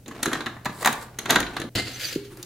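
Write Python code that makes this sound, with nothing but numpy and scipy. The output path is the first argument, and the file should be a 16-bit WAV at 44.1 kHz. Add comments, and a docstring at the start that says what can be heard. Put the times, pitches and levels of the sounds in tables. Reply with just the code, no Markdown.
"""A coffee machine in a small kitchen, close by, over a mains hum and low room rumble. Its plastic lid
unlatches and swings up, a pod is dropped in and pressed home, and the lid is clamped shut, shaking the
counter. These sounds stop abruptly. Then a china mug lands ringing on the hollow drip tray, scrapes
and squeaks into place and settles with a soft bump; last, fingers tick off its handle."""
import sys
import numpy as np
from scipy import signal
from scipy.fft import rfft, irfft
from scipy.io import wavfile
from scipy.ndimage import uniform_filter1d

SR = 44100
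rng = np.random.default_rng(int(sys.argv[2]) if len(sys.argv) > 2 else 0)


def transcribe(u):
    """Save the signal u as a 16-bit wav file named by the first command-line argument.

    u: samples, shape (n,) or (channels, n), limited to [-1, 1]; the rate is SR.
    q: integer samples, one column per channel.
    """
    v = np.clip(np.atleast_2d(u).T, -1, 1)
    q = np.round(v * 32767).astype(np.int16)
    wavfile.write(sys.argv[1], SR, q)


N = 108045
TIME = np.arange(N) / SR


def amp(db):
    """Decibels to gain."""
    return 10 ** (np.asarray(db) / 20)


def unit_rms(x):
    """Scales to rms 1."""
    return x / np.sqrt(np.mean(x ** 2) + 1e-20)


def at_hz(points, hz):
    """Reads a table on a log-frequency axis."""
    f, value = np.transpose(points)
    return np.interp(np.log(hz + 1), np.log(f + 1), value)


def fader(points):
    """Gain over time from a level curve, silent outside it."""
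    s, db = np.transpose(points)
    return amp(np.interp(TIME, s, db)) * (TIME >= s[0]) * (TIME <= s[-1])


def add(mix, s, sound):
    """Mixes a sound in at time s."""
    part = mix[max(round(s * SR), 0):][:len(sound)]
    part += sound[:len(part)]


def eq(x, points, lo_hz=0, hi_hz=SR):
    """Filters by a dB spectrum, between two soft band edges."""
    hz = np.fft.rfftfreq(x.shape[-1], 1 / SR) + 1
    band = 1 / np.sqrt((1 + (lo_hz / hz) ** 10) * (1 + (hz / hi_hz) ** 10))
    return irfft(rfft(x) * amp(at_hz(points, hz)) * band, x.shape[-1])


def noise(colour, lo_hz=0, hi_hz=SR):
    """Coloured noise of rms 1."""
    return unit_rms(eq(rng.standard_normal(N), colour, lo_hz, hi_hz))


def wander(hz):
    """Smooth random motion of rms 1."""
    return noise([(1, 0)], hi_hz=hz)


def ring(modes, attack_s=0.0016):
    """A struck part rings as dying sines of random phase."""
    t = TIME[:SR // 2]
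    sines = (amp(db - 60 * t / t60) * np.sin(2 * np.pi * (hz * t + rng.random()))
             for hz, db, t60 in modes)
    return np.minimum(t / attack_s, 1) * sum(sines)


def with_send(sound, room_db):
    """Pairs a direct sound with its room send."""
    return np.array([sound, sound * amp(room_db)])


# room tone, heavy in the lows (frequency [Hz], level [dB])
ROOM_TONE = [(15, -33), (25, -10.5), (114, -6), (223, -12), (840, -31.5), (1130, -38), (1520, -35.5),
             (1650, -36.5), (3430, -40), (14000, -40), (16000, -39)]
# stereo width of the room (frequency [Hz], side against mid [dB])
ROOM_WIDTH = [(150,-22.5),(350,-15),(700,-6.5),(1400,-8),(2800,-4.5),(7000,-0.5),(14000,-5)]
def background(tone_db=-50.5, hum_hz=121.6, hum_db=-51.5):
    """Room rumble, faint hiss and mains hum."""
    mid = amp(tone_db) * noise(ROOM_TONE)
    side = eq(amp(tone_db) * noise(ROOM_TONE), ROOM_WIDTH)
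    hum = amp(hum_db) * unit_rms(np.sin(2 * np.pi * hum_hz * TIME))
    return mid + np.array([side, -side]) + hum


def reflections(t60, gap_s):
    """Dense, evenly coloured reflections after a gap, each band dying at its own speed."""
    hz, t, bands = signal.stft(rng.standard_normal(SR), SR, nperseg=256)
    decay = amp(-60 * t / at_hz(t60, hz)[:, None])
    tail = signal.istft(bands * decay, SR, nperseg=256)[1][:SR]
    spectrum = rfft(np.roll(tail, round(gap_s * SR)))
    colour = np.sqrt(uniform_filter1d(abs(spectrum) ** 2, size=45))
    tail = irfft(spectrum / colour, SR) * (TIME[:SR] > gap_s) * (TIME[:SR] < .7)
    return tail / np.linalg.norm(tail)


# reverb decay (frequency [Hz], t60 [s])
ROOM_DECAY = [(150,0.53),(400,0.51),(1000,0.45),(2800,0.38),(7000,0.25),(15000,0.24)]
# stereo width of the scatter off the machine (frequency [Hz], side against mid [dB])
SCATTER_WIDTH = [(150,-44.5),(600,-16),(1300,-15),(2500,-7),(7000,-6),(14000,-6.5)]
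def kitchen(direct, send, scatter_t60=0.012):
    """Direct sound, scatter off the machine that spreads it left and right, and the room's tail."""
    scatter = signal.fftconvolve(direct, reflections([(1000, scatter_t60)], gap_s=0.00121))[:N]
    wet_mid, wet_side = (signal.fftconvolve(send, reflections(ROOM_DECAY, gap_s=.004))[:N]
                         for _ in range(2))
    side = eq(scatter, SCATTER_WIDTH) + eq(wet_side, ROOM_WIDTH)
    return direct + wet_mid + np.array([side, -side])


def rub(curve, colour, chatter_db, chatter_hz, room_db, grains_per_s=9000, spread_db=1):
    """Stick-slip grains, unevenly pressed, coloured by the rubbed part; gives direct and send."""
    sizes = amp(spread_db * np.minimum(rng.exponential(1, N), 4))
    grains = sizes * rng.standard_normal(N) * (rng.random(N) < grains_per_s / SR)
    pressure = amp(chatter_db * wander(chatter_hz))
    return with_send(fader(curve) * unit_rms(eq(grains * pressure, colour)), room_db)


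# a knock's thud, body, clack and tick bands (low [Hz], high [Hz], t60 [s], room send [dB])
KNOCK_BANDS = [(131,530,0.065,-5),(558,2290,0.051,-8),(2430,5240,0.045,-8),(5470,34300,0.016,-10)]
def knocks(hits, colour, modes):
    """Each knock swells, then dies as a noise burst and any ringing modes; gives direct and send."""
    out, t = np.zeros((2, N)), TIME[:SR // 2]
    for s, rise_s, *levels in hits:
        swell = np.minimum(t / rise_s, 1) ** 2
        for db, (lo, hi, t60, room_db) in zip(levels, KNOCK_BANDS):
            envelope = swell * amp(-60 * np.maximum(t - rise_s, 0) / t60)
            burst = envelope * eq(rng.standard_normal(len(t)), colour, lo, hi)
            burst *= np.linalg.norm(envelope) / np.linalg.norm(burst)
            ringing = swell * ring([mode for mode in modes if lo <= mode[0] < hi])
            sound = amp(db) * (burst + ringing)
            add(out[0], s, sound)
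            add(out[1], s, sound * amp(room_db))
    return out


# sleeve rustle: fader (time [s], level [dB]) and EQ (frequency [Hz], gain [dB])
SLEEVE_FADER = [(1.9,-61),(2.08,-50.5),(2.17,-50),(2.28,-61),(2.32,-44.5),(2.36,-51),(2.4,-44),(2.45,-50.5)]
SLEEVE_EQ = [(120, -37), (200, -17), (347, 0), (569, -27), (867, -17.5), (1140, -18), (7540, -32.5),
             (9580, -27.5), (16000, -36)]
# ticks on the handle (time [s], rise [s], thud [dB], body [dB], clack [dB], tick [dB])
FINGER_TICKS = [(2.370,0.0022,-51,-51,-65,-41),(2.428,0.00045,-58,-59,-39.5,-29)]
# bright tone of china, touched or sliding (frequency [Hz], gain [dB])
CHINA_EQ = [(290, -26), (500, -6), (604, -10.5), (974, -23.5), (1360, -7), (1480, -5), (3980, -3.5),
            (4530, -3.5), (4870, -2.5), (5630, -12), (6330, -6.5), (8330, -15.5), (14000, -15),
            (16000, -25)]
def hand():
    """Sleeve and hand shuffle as the mug is let go, and fingers tick off its handle."""
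    direct, send = knocks(FINGER_TICKS, CHINA_EQ, modes=[])
    return np.array([direct + fader(SLEEVE_FADER) * noise(SLEEVE_EQ, lo_hz=170), send])


# the mug's foot hitting the tray (time [s], level [dB])
TRAY_HITS = [(1.755,-24.5),(1.78,-35.5)]
# the landing's boom and the bump's ring-out (frequency [Hz], level against the hit [dB], t60 [s])
BOOM_MODES = [(106,2.5,.13),(138,-9.5,0.14),(271.3,-12,0.22),(336,-8.5,0.61),(400,-10,0.26),(503,-18,0.1)]
BUMP_MODES = [(146,-23,0.15),(228,-32,.25),(405,-17.5,0.43)]
def tray(bump_s=2.1623, bump_hz=335, bump_width_s=0.0022, bump_db=-13):
    """The hollow tray booms as the mug lands and gives one soft bump as it settles."""
    boom, ring_out = np.zeros((2, N))
    for s, db in TRAY_HITS:
        add(boom, s, amp(db) * ring(BOOM_MODES))
    t = TIME - bump_s
    pulse = np.exp(-(t / bump_width_s) ** 2) * np.sin(2 * np.pi * bump_hz * t)
    add(ring_out, bump_s, ring(BUMP_MODES))
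    bump = amp(bump_db) * (ring_out - pulse)
    return with_send(boom, room_db=-5.5) + with_send(bump, room_db=-11.5)


# the landing scrape and the slide after it (time [s], level [dB])
SCRAPE_FADER = [(1.749,-64),(1.753,-24),(1.765,-25),(1.787,-25),(1.81,-33.5),(1.85,-43.5),(1.87,-33.5),(1.9,-40.5),(1.99,-46.5)]
SLIDE_FADER = [(1.85,-47),(1.93,-45),(1.985,-43.5),(2.005,-32.5),(2.05,-32),(2.105,-38),(2.13,-35.5),(2.16,-41.5),(2.185,-74),(2.25,-49.5),(2.29,-62)]
# tone of the scrape (frequency [Hz], gain [dB])
SCRAPE_EQ = [(120, -34), (200, -0.5), (353, -3), (601, -12), (709, -5.5), (851, -18), (2020, -7),
             (2290, -14), (2700, -8), (3620, -12), (4430, -5.5), (5840, -21.5), (6640, -16), (14100, -31),
             (16000, -43)]
# ring of the china (frequency [Hz], relative level [dB], t60 [s])
CHINA_MODES = [(1342,-5.5,0.19),(2092,-1.5,0.33),(2840,-14,.15),(3080,-6,0.15),(3445,-16,.17),(3763,-16,.15),(4000,-16,.12),(4540,-9,0.11),(4970,-8,.08)]
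# squeaks of the foot (time [s], length [s], pitch [Hz], level [dB])
FOOT_SQUEAKS = [(1.925,0.053,6100,-39),(2.035,.035,4600,-26),(2.04,0.079,6000,-36),(2.055,.035,14100,-39),(1.751,0.012,14200,-30)]
def mug(ring_db=-8, squeak_wobble=.014):
    """The unglazed foot chatters over the tray, rings the china as it lands and squeaks as it slides."""
    scrape = rub(SCRAPE_FADER, SCRAPE_EQ, chatter_db=2, chatter_hz=149, room_db=-9)
    slide = rub(SLIDE_FADER, CHINA_EQ, chatter_db=1.5, chatter_hz=89.5, room_db=-7)
    ringing = unit_rms(signal.fftconvolve(scrape[0], ring(CHINA_MODES))[:N])
    china = amp(ring_db) * scrape[0].std() * ringing
    for s, length, hz, db in FOOT_SQUEAKS:
        arch = np.hanning(round(length * SR))
        pitch = hz * (1 + squeak_wobble * wander(hz=500)[:len(arch)])
        add(china, s, amp(db) * arch * np.sin(2 * np.pi * np.cumsum(pitch) / SR))
    return scrape + slide + with_send(china, room_db=-34)


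# holder and pod knocks (time [s], rise [s], thud [dB], body [dB], clack [dB], tick [dB])
POD_KNOCKS = [(.566,0.00076,-50,-37.5,-65,-68),(.647,0.0015,-44,-67,-41,-37),(.655,0.0014,-38,-21,-29,-30),(.660,0.0033,-25.5,-24,-39,-37),(.693,0.0033,-32,-39,-44,-54),(.826,0.0025,-36,-27.5,-38,-30),(.846,0.0021,-39.5,-19.5,-21.5,-23),(.8575,0.0018,-27.5,-11,-22.5,-12.5),(.871,0.003,-30,-12,-19.5,-19.5),(.885,0.0025,-25,-24.5,-34.5,-37),(.927,0.00073,-36,-44,-30.5,-23.5)]
# their plastic tone (frequency [Hz], gain [dB]) and ring (frequency [Hz], relative level [dB], t60 [s])
POD_EQ = [(59, -45), (100, -15), (219, -6), (481, -20), (621, -11), (1150, -9), (1520, -16.5), (1830, -10),
          (2750, -24), (4110, -22.5), (5420, -31), (6420, -20.5), (13200, -25.5), (14700, -28),
          (16000, -22.5)]
POD_MODES = [(624,-26.5,0.19),(710,-37,.2),(819,-38,.3),(1072,-22,0.19),(1172,-8.5,0.13),(1285,-25,0.21),(1450,-29,0.24),(1867,-15.5,0.086),(2600,-11,0.13),(3800,-16.5,0.076),(3870,-15,0.11),(6440,-23,0.068),(6880,-14,.07)]
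# pod friction: fader (time [s], level [dB]) and EQ (frequency [Hz], gain [dB])
POD_RUB_FADER = [(.66,-68),(.72,-52),(.79,-44.5),(.808,-37),(.825,-35),(.85,-45.5),(.94,-43),(.97,-50.5),(1.03,-41.5),(1.06,-65)]
POD_RUB_EQ = [(240, -29), (400, 4.5), (1840, -2.5), (2550, -13), (4310, -6.5), (6340, -14), (7400, -6.5),
              (16000, -17.5)]
def pod():
    """The holder swings out; the pod knocks into it and rubs as it is pressed home."""
    friction = rub(POD_RUB_FADER, POD_RUB_EQ, chatter_db=2, chatter_hz=100, room_db=-6)
    return knocks(POD_KNOCKS, POD_EQ, POD_MODES) + friction


# lid and latch knocks (time [s], rise [s], thud [dB], body [dB], clack [dB], tick [dB])
LID_KNOCKS = [(.059,0.0014,-42.5,-59,-43,-51),(.080,0.0012,-33.5,-46,-45.5,-37.5),(.109,0.0028,-39,-36,-47.5,-52),(.227,0.004,-29.5,-27,-22,-17.5),(.256,0.0026,-33,-21,-26.5,-23.5),(.263,0.0015,-22.5,-39,-33,-41),(.277,0.0015,-23,-35,-54,-52),
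              (.315,0.0022,-53,-26,-43,-45),(.329,0.0026,-33,-23,-23.5,-27),(.352,0.0021,-42,-25.5,-37,-54),(.405,0.0019,-36,-28,-31,-43),(.460,0.00061,-40,-28,-31,-40.5),(.465,0.0011,-30.5,-24,-29.5,-39.5),
              (1.185,0.0046,-35,-32,-28.5,-24.5),(1.255,0.0037,-39,-27.5,-29.5,-35.5),(1.294,0.00094,-42,-22.5,-31,-31),(1.298,0.0014,-34.5,-21.5,-17,-36),(1.303,0.0031,-22.5,-18.5,-15,-12.5),(1.326,.002,-31,-21,-37,-41),
              (1.354,0.0018,-31,-23,-31,-32),(1.358,0.00054,-31,-11.5,-14.5,-21.5),(1.365,0.0021,-18,-18,-40,-41),(1.384,0.003,-28,-23,-35,-51),(1.399,0.0051,-32,-25,-27,-23.5),(1.427,0.0015,-30,-29.5,-29,-41),
              (1.464,0.0024,-41,-45,-32,-48),(1.564,0.0042,-36,-24,-27,-37),(1.599,0.0017,-27,-44,-33.5,-32.5),(1.615,0.0022,-31.5,-31,-31.5,-36),(1.636,0.0052,-28.5,-64,-52,-55)]
# their plastic tone (frequency [Hz], gain [dB]) and ring (frequency [Hz], relative level [dB], t60 [s])
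LID_EQ = [(59, -53), (100, -13), (193, -2), (283, 2.5), (513, -9), (558, -9), (872, -9.5), (1170, -3.5),
          (1760, -3.5), (2520, -19.5), (4110, -17), (4870, -29.5), (6700, -21.5), (8830, -32), (9820, -26),
          (13500, -37), (16000, -41)]
LID_MODES = [(232.5,-19,.35),(291.2,-15,0.18),(329,-20,0.12),(658,-15,0.1),(1165,-28,0.56),(1384,-20,0.28),(1535,-16,0.18),(1700,-22,0.11),(3140,-42,0.059),(3937,-17.5,0.075),(6530,-9,0.03),(6400,-7.5,0.046),(7030,2,0.017),(11740,-11.5,0.036)]
# hinge friction: fader (time [s], level [dB]) and EQ (frequency [Hz], gain [dB])
HINGE_FADER = [(.055,-78),(.065,-47),(.2,-44),(.3,-37),(.345,-28),(.42,-40.5),(.5,-47),(.6,-53),(.63,-55),(1.17,-55),(1.2,-47),(1.25,-45),(1.32,-20.5),(1.43,-46),(1.52,-42),(1.6,-37),(1.69,-59)]
HINGE_EQ = [(76, -33), (130, -2), (309, 4.5), (565, -4.5), (692, 0), (829, -3), (1860, -8.5), (2890, -13),
            (3910, -16), (4680, -19), (6600, -21.5), (14200, -33), (16000, -42)]
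# sub-bass shudder of the counter (time [s], level [dB])
SHUDDER_FADER = [(1.3,-75),(1.36,-41),(1.45,-42),(1.56,-47),(1.62,-80)]
def lid():
    """The lid knocks as its catch slips, rubs at the hinge and shakes the counter as it clamps."""
    hinge = rub(HINGE_FADER, HINGE_EQ, chatter_db=3.5, chatter_hz=80, room_db=-6.5)
    direct, send = knocks(LID_KNOCKS, LID_EQ, LID_MODES) + hinge
    shudder = fader(SHUDDER_FADER) * noise(ROOM_TONE, lo_hz=29, hi_hz=56)
    return np.array([direct + shudder, send])


def scene(loading_end_s=1.694):
    """Over the room tone, the machine is loaded and its sound gated off, tail and all; then the mug."""
    gate = np.clip((loading_end_s - TIME) / .002, 0, 1)
    loading = lid() + pod()
    serving = mug() + tray() + hand()
    return background() + kitchen(*loading) * gate + kitchen(*serving)


def record(dry, cutoff_hz=15900):
    """A steep low-pass takes off the highest treble."""
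    low_pass = signal.firwin(401, cutoff_hz, window=("kaiser", 8), fs=SR)
    return signal.oaconvolve(dry, low_pass[None], "same")


dry = scene()
out = record(dry)
transcribe(out)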